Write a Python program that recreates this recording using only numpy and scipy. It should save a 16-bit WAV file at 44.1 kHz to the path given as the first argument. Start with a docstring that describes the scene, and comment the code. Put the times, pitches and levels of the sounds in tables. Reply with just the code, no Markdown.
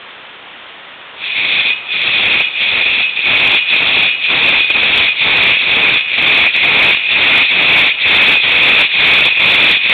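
"""A harsh to-and-fro rasp with a steely ring: two people pull a long crosscut saw through a log outdoors.
Teeth tear fibres in dense random clicks that excite resonances and ring the blade; the rasp sinks at each turn.
The microphone is a small camera's: 8 kHz sampling, steady hiss with a faint tone and buzz.
Its converter overloads, and the clipped crests fold back as a crackling rumble under the rasp."""
import sys
import numpy as np
from scipy import signal
from scipy.fft import rfft, irfft, next_fast_len
from scipy.io import wavfile

SR = 44100
rng = np.random.default_rng(int(sys.argv[2]) if len(sys.argv) > 2 else 0)


def output_pcm(signal):
    """Save a mono or channel-first signal as 16-bit PCM at the path in sys.argv[1].

    Samples are clipped to [-1, 1] before scaling.
    """
    pcm = np.clip(np.atleast_2d(signal).T, -1, 1) * 32767
    wavfile.write(sys.argv[1], SR, np.round(pcm).astype(np.int16))


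N = 437908  # samples
TIME = np.arange(N) / SR  # s

# Saw strokes, one a row: turn [t/s], rasp at the turn [level/dB], teeth catch after the turn [t/s],
# rasp at the catch [level/dB], wood tearing at the catch [level/dB], teeth dig in after the turn [t/s],
# cut lasts [t/s], crest at share of the cut [0-1], rasp at the crest [level/dB],
# wood tearing at the crest [level/dB], upper-band trim [level/dB], lower-flank trim [level/dB]
STROKES = [(1.16, -42, .08, -20.5, -39, .22, .32, .6, -14, -27, 3, 0),
           (1.841, -34, .105, -15.5, -29, .22, .355, .75, -11.5, -23, 1.5, -2),
           (2.52, -27, .095, -12.5, -26, .2, .29, .2, -11.5, -23, 0, -4),
           (3.141, -25.5, 0.033, -15, -35, .13, .29, .6, -9, -19, 0.1, -3),
           (3.65, -23, .07, -9.5, -28, .17, .25, .6, -9.5, -21, 1, -4.5),
           (4.192, -24, 0.057, -13, -38, .11, .285, .7, -8.5, -19, -0.3, -4),
           (4.668, -19.5, .035, -13, -28, .09, .3, .8, -9.5, -20, 2, -3),
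           (5.143, -23, 0.076, -11, -24, .11, .265, .6, -8.5, -18, 0.5, -1),
           (5.582, -14, .045, -12, -24, .1, .285, .6, -9, -19, -0.5, -2.5),
           (6.04, -24, 0.1, -13, -31, .14, .28, .7, -8, -19.5, 0.6, -0.6),
           (6.516, -20, .04, -10, -28, .12, .29, .7, -7, -18, -0.5, -2.5),
           (7.038, -21, .08, -10, -25, .14, .24, .7, -7, -18, 0.5, -0.5),
           (7.472, -16.5, 0.045, -10, -22, .1, .305, .6, -7, -18.5, -0.1, -2),
           (7.965, -24, 0.056, -12, -36, .095, .27, .4, -7, -19, 2.5, 0.7),
           (8.414, -17, 0.024, -9, -24, .09, .325, .6, -6.5, -19.5, 0.7, -1),
           (8.884, -22, .07, -11.5, -27, .11, .265, .3, -6.5, -19.5, 2, -1.5),
           (9.329, -17.5, .045, -13, -30, .07, .335, .7, -5, -20, -0.9, -3.5),
           (9.795, -20.5, .07, -10, -30, 0.11, .2, .6, -3, -22, 1.5, -2)]
# Teeth biting hard: moment [t/s], peak before BITE_TRIM_DB [level/dB]
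BITES = [(1.3172, -14.5), (1.9427, -6.5), (2.1597, -4.5), (3.045, -9), (4.2236, -7), (4.701, -1),
         (6.5524, -9), (7.0363, -6.5), (9.8008, -13.5)]
# Broad resonances of the rasp, main band: centre [f/Hz], width of one pass [f/Hz], gain in the band [level/dB]
LOWER_RASP = [(2483, 251, 4), (2757, 320, -7)]
# The same for the upper band: [f/Hz], [f/Hz], [level/dB]
UPPER_RASP = [(3087, 520, -13.5), (3452, 310, -7), (3851, 404, -4.5)]
# The same for the flank below the main band: [f/Hz], [f/Hz], [level/dB]
FLANK_RASP = [(1928, 920, -10), (2280, 290, 1.5)]
# Ringing modes of the blade: pitch [f/Hz], relative level [level/dB], decay by 60 dB [t/s]
BLADE_MODES = [(2479, 0, .25), (2555, -4, .2), (2882, -9, .25), (3360, -9, .08), (3500, -10, .08)]
# Teeth skipping for a moment: middle [t/s], drop of the tearing [level/dB]
SKIPS = [(1.629, 5), (2.84, 13.5), (2.901, 4), (3.379, 3.5)]
# Electrical buzz: multiple of BUZZ_HZ [1], rms [level/dB]
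BUZZ = [(1, -66.5), (2, -66), (3, -67), (4, -66), (5, -64), (6, -64)]
# Smoothing filter after the converter: corner points [f/Hz], gain [level/dB]
SMOOTHING = [(3300, -1.5), (3600, -3.5), (4000, -15.5), (4300, -25.5), (4550, -42), (4750, -83.5)]

# Tearing fibres
TEARS_PER_S, TEAR_SPREAD_DB, TEAR_BURST_DB = 2500, 2.5, 1.0
WOOD_TOP_HZ = 2020
# Steel: levels relative to the rasp, and how they follow the depth of the cut (dB per dB of tearing)
FLANK_DB, FLANK_PER_WOOD, DEEP_CUT_DB = -1, 0.1, -19
BLADE_SHARE_DB, RING_PER_WOOD = -7.5, -0.4
BITE_TRIM_DB, BITE_T60_S = -4.5, 0.06
STEEL_LOW_HZ = 1526
RING_FADES_DB_PER_S = 0.7  # the deepening kerf damps the blade
RING_GROWS_DB = 6  # over each cut, as the free end of the blade lengthens
# Shape that all strokes share
RELEASE_S, WOOD_RELEASE_S, CATCH_RISE_S = 0.045, 0.025, 0.025
RASP_LINGERS_S = 0.006  # the rasp outlasts the tearing
RASP_SLUMP_DB, RASP_SWELL_DB, RASP_SAG_DB, RASP_RELEASE_SHARE = 2, 3, 1, 0.56
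WOOD_AT_TURN_DB, WOOD_SLUMP_DB, WOOD_SWELL_DB, WOOD_SAG_DB = -41, 4.0, 1.5, 3
SKIP_S, RASP_SKIP_SHARE = 0.021, 0.3
# Camera noise; HISS_DB is rms over 0-4 kHz ahead of the bass cut
HISS_DB, HISS_LOW_HZ = -30.5, 510
TONE_HZ, TONE_WIDTH_HZ, TONE_DB = 1280, 30, -51
BUZZ_HZ = 29.9
# Camera: sampling, overload (full scale 1) and output
CAMERA_RATE, INPUT_EDGE_HZ = 8000, 3900
CONVERTER_TOP, BASS_CUT_HZ = 0.66, 87
LIMIT, LIMIT_S = 0.69, 0.00036
OUTPUT_TOP, CUTOFF_HZ = 0.715, 16000


def saw():
    """Torn fibres sound broadly in the wood and drive the steel through the force of each stroke."""
    ring_db, rasp_db, wood_db, upper_db, flank_db = strokes()
    cutting = TIME > STROKES[0][0] - 1 / SR * 0
    force = from_db(rasp_db) * cutting
    steel = rasp(force, wood_db, upper_db, flank_db)
    steel += blade(force, ring_db, wood_db)
    steel += bites()
    # the thin blade radiates little bass
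    steel = butter(steel, 2, STEEL_LOW_HZ, "high")
    wood = rms_one(butter(tears(), 2, WOOD_TOP_HZ, "low"))
    return steel + wood * from_db(wood_db) * cutting


def rasp(force, wood_db, upper_db, flank_db):
    """Three bands of resonances; the deeper the cut, the more the rasp spreads below its main one."""
    flank = from_db(FLANK_DB + flank_db + FLANK_PER_WOOD * (wood_db - DEEP_CUT_DB))
    main_band = body(tears(), force, LOWER_RASP)
    lower_flank = body(tears(), force * flank, FLANK_RASP)
    upper_band = body(tears(), force * from_db(upper_db), UPPER_RASP)
    return main_band + lower_flank + upper_band


def blade(force, ring_db, wood_db):
    """Tears ring the blade's modes; a light cut damps the steel less, so it rings clearer at the turns."""
    light_cut_db = RING_PER_WOOD * (wood_db - DEEP_CUT_DB)
    kerf_db = RING_FADES_DB_PER_S * (TIME - STROKES[0][0])
    free = force * from_db(ring_db + light_cut_db - kerf_db)
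    clicks = tears()
    weight = np.sqrt(np.sum(from_db(np.array(BLADE_MODES)[:, 1]) ** 2))
    out = np.zeros(N)
    for hz, mode_db, t60 in BLADE_MODES:
        steady = np.std(ring(clicks, hz, t60))
        gain = from_db(mode_db + BLADE_SHARE_DB) / weight / steady
        out += gain * ring(clicks * free, hz, t60)
    return out


def bites():
    """A hard bite is damped by the wood: a short ring at two of the rasp's resonances."""
    blows = np.zeros(N)
    at = [round(s * SR) for s, _ in BITES]
    blows[at] = from_db(np.array(BITES)[:, 1] + BITE_TRIM_DB)
    low = ring(blows, LOWER_RASP[0][0], BITE_T60_S)
    high = ring(blows, UPPER_RASP[1][0], BITE_T60_S)
    return low + high / 2


def strokes():
    """Turn, catch, slump, dig in, swell, sag, let go: ring, rasp, wood, upper band and flank in dB."""
    (turn, turn_db, catch, catch_db, wood_catch_db, dig,
     cut, share, rasp_db, wood_db, upper_db, flank_db) = np.transpose(STROKES)
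    catch, dig = turn + catch, turn + dig
    slump = (catch + dig) / 2
    crest, end = dig + share * cut, dig + cut
    next_db = np.append(turn_db[1:], turn_db[-1])
    last_db = rasp_db - RASP_SAG_DB
    released_db = last_db + RASP_RELEASE_SHARE * (next_db - last_db)
    rasp_level, = in_time(
        [turn, catch, slump, dig, crest, end + RASP_LINGERS_S, end + RELEASE_S],
        [turn_db, catch_db, catch_db - RASP_SLUMP_DB, rasp_db - RASP_SWELL_DB, rasp_db,
         last_db, released_db])
    idle = np.full(len(turn), WOOD_AT_TURN_DB)
    wood_level, = in_time(
        [catch - CATCH_RISE_S, catch, slump, dig, crest, end, end + WOOD_RELEASE_S],
        [idle, wood_catch_db, wood_catch_db - WOOD_SLUMP_DB, wood_db - WOOD_SWELL_DB, wood_db,
         wood_db - WOOD_SAG_DB, idle])
    # each skip is a triangular dip, SKIP_S to either side
    skips = sum(db * np.maximum(0, 1 - np.abs(TIME - s) / SKIP_S) for s, db in SKIPS)
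    half = np.full(len(turn), RING_GROWS_DB / 2)
    grown, = in_time([dig, end], [-half, half])
    upper, flank = in_time(dig + cut / 2, upper_db, flank_db)
    return grown, rasp_level - RASP_SKIP_SHARE * skips, wood_level - skips, upper, flank


def tears():
    """Fibres snap at random, in uneven sizes and in bursts; rms 1."""
    sizes = from_db(TEAR_SPREAD_DB * np.minimum(rng.exponential(1, N), 4))
    signs = rng.choice([-1, 1], N)
    born = rng.random(N) < TEARS_PER_S / SR
    bursts = from_db(TEAR_BURST_DB * drift(38))
    return rms_one(sizes * signs * born * bursts)


def body(clicks, force, peaks):
    """Clicks under a changing force through parallel resonances, levelled to the force."""
    def through(x):
        # alternating signs between neighbouring resonances
        return sum((-1) ** k * from_db(db) * resonate(x, hz, width)
                   for k, (hz, width, db) in enumerate(peaks))
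    return through(clicks * force) / np.std(through(clicks))


def ring(clicks, hz, t60):
    """A unit click sets a decaying sine of starting height 1 ringing."""
    r, w = from_db(-60 / (t60 * SR)), 2 * np.pi * hz / SR
    return signal.lfilter([0, np.sin(w)], [1, -2 * r * np.cos(w), r * r], clicks + 1e-18)


def resonate(x, hz, width_hz):
    """A resonance of about gain 1 on top, applied twice for steep flanks."""
    r = np.exp(-np.pi * width_hz / SR)
    b = (1 - r * r) / 2 * np.array([1, 0, -1])
    a = [1, -2 * r * np.cos(2 * np.pi * hz / SR), r * r]
    return signal.lfilter(b, a, signal.lfilter(b, a, x))


def drift(rate_hz):
    """Slow random wander of rms 1: noise through two equal one-pole low-passes."""
    r = np.exp(-2 * np.pi * rate_hz / SR)
    wander = signal.lfilter([1], [1, -2 * r, r * r], rng.standard_normal(N + SR))
    return rms_one(wander[SR:])  # the first second settles the filter


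def in_time(s, *columns):
    """Points (points of a stroke x strokes) joined by straight lines, sample by sample."""
    s = np.maximum.accumulate(np.ravel(np.transpose(s)))
    return [np.interp(TIME, s, np.ravel(np.transpose(c))) for c in columns]


def butter(x, order, hz, kind):
    """Butterworth low- or high-pass."""
    return signal.sosfilt(signal.butter(order, hz, kind, fs=SR, output="sos"), x)


def from_db(db):
    """Gain of a level in dB."""
    return 10 ** (np.asarray(db) / 20)


def rms_one(x):
    """Scale to rms 1."""
    return x / np.sqrt(np.mean(x ** 2) + 1e-20)


def hiss():
    """The camera's hiss, thin in the bass, with a wavering tone of narrow noise and a low harmonic buzz."""
    noise = butter(rng.standard_normal(N), 1, HISS_LOW_HZ, "high")
    tone = rms_one(resonate(rng.standard_normal(N), TONE_HZ, TONE_WIDTH_HZ))
    phase = 2 * np.pi * BUZZ_HZ * TIME
    buzz = sum(from_db(db) * np.sqrt(2) * np.cos(int(round(k)) * phase) for k, db in BUZZ)
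    # the camera keeps only the part of the white noise below half its rate
    in_band = from_db(HISS_DB) * np.sqrt(SR / CAMERA_RATE)
    return in_band * noise + from_db(TONE_DB) * tone + buzz


def scene():
    """The saw over the camera's own hiss, one channel."""
    return (saw() + hiss())[None]


def limit(x):
    """Gain dips under every crest above the limit, smoothed over a moment."""
    envelope = np.abs(signal.hilbert(x, next_fast_len(N))[:N])
    gain = np.minimum(1, LIMIT / (envelope + 1e-9))
    window = signal.windows.hann(int(2 * LIMIT_S * SR) + 3)
    return x * np.convolve(gain, window / window.sum(), "same")


def record(dry):
    """Sampled at 8 kHz and clipped, smoothed back to full rate, limited, clipped again, top cut."""
    x = butter(dry[0], 10, INPUT_EDGE_HZ, "low")
    seconds = N // SR + 1
    full = rfft(x, seconds * SR)
    slow = irfft(full[:seconds * CAMERA_RATE // 2 + 1]) * CAMERA_RATE / SR
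    # overtones of the clipped peaks fold back below 4 kHz as rumble
    slow = np.clip(slow, -CONVERTER_TOP, CONVERTER_TOP)
    # sampling mirrors the spectrum about 4 kHz; the smoothing filter leaves a little of the mirror
    mirrored = np.resize(np.fft.fft(slow), len(full)) * SR / CAMERA_RATE
    hz = np.arange(len(full)) / seconds
    edge_hz, edge_db = np.transpose(SMOOTHING)
    smoothing = from_db(np.interp(hz, edge_hz, edge_db, right=-140))
    smooth = butter(irfft(mirrored * smoothing)[:N], 1, BASS_CUT_HZ, "high")
    # crests that slip past the limiter are shaved: faint bright ticks
    out = np.clip(limit(smooth), -OUTPUT_TOP, OUTPUT_TOP)
    return signal.sosfilt(signal.cheby2(16, 60, CUTOFF_HZ, fs=SR, output="sos"), out)[None]


dry = scene()
out = record(dry)
output_pcm(out)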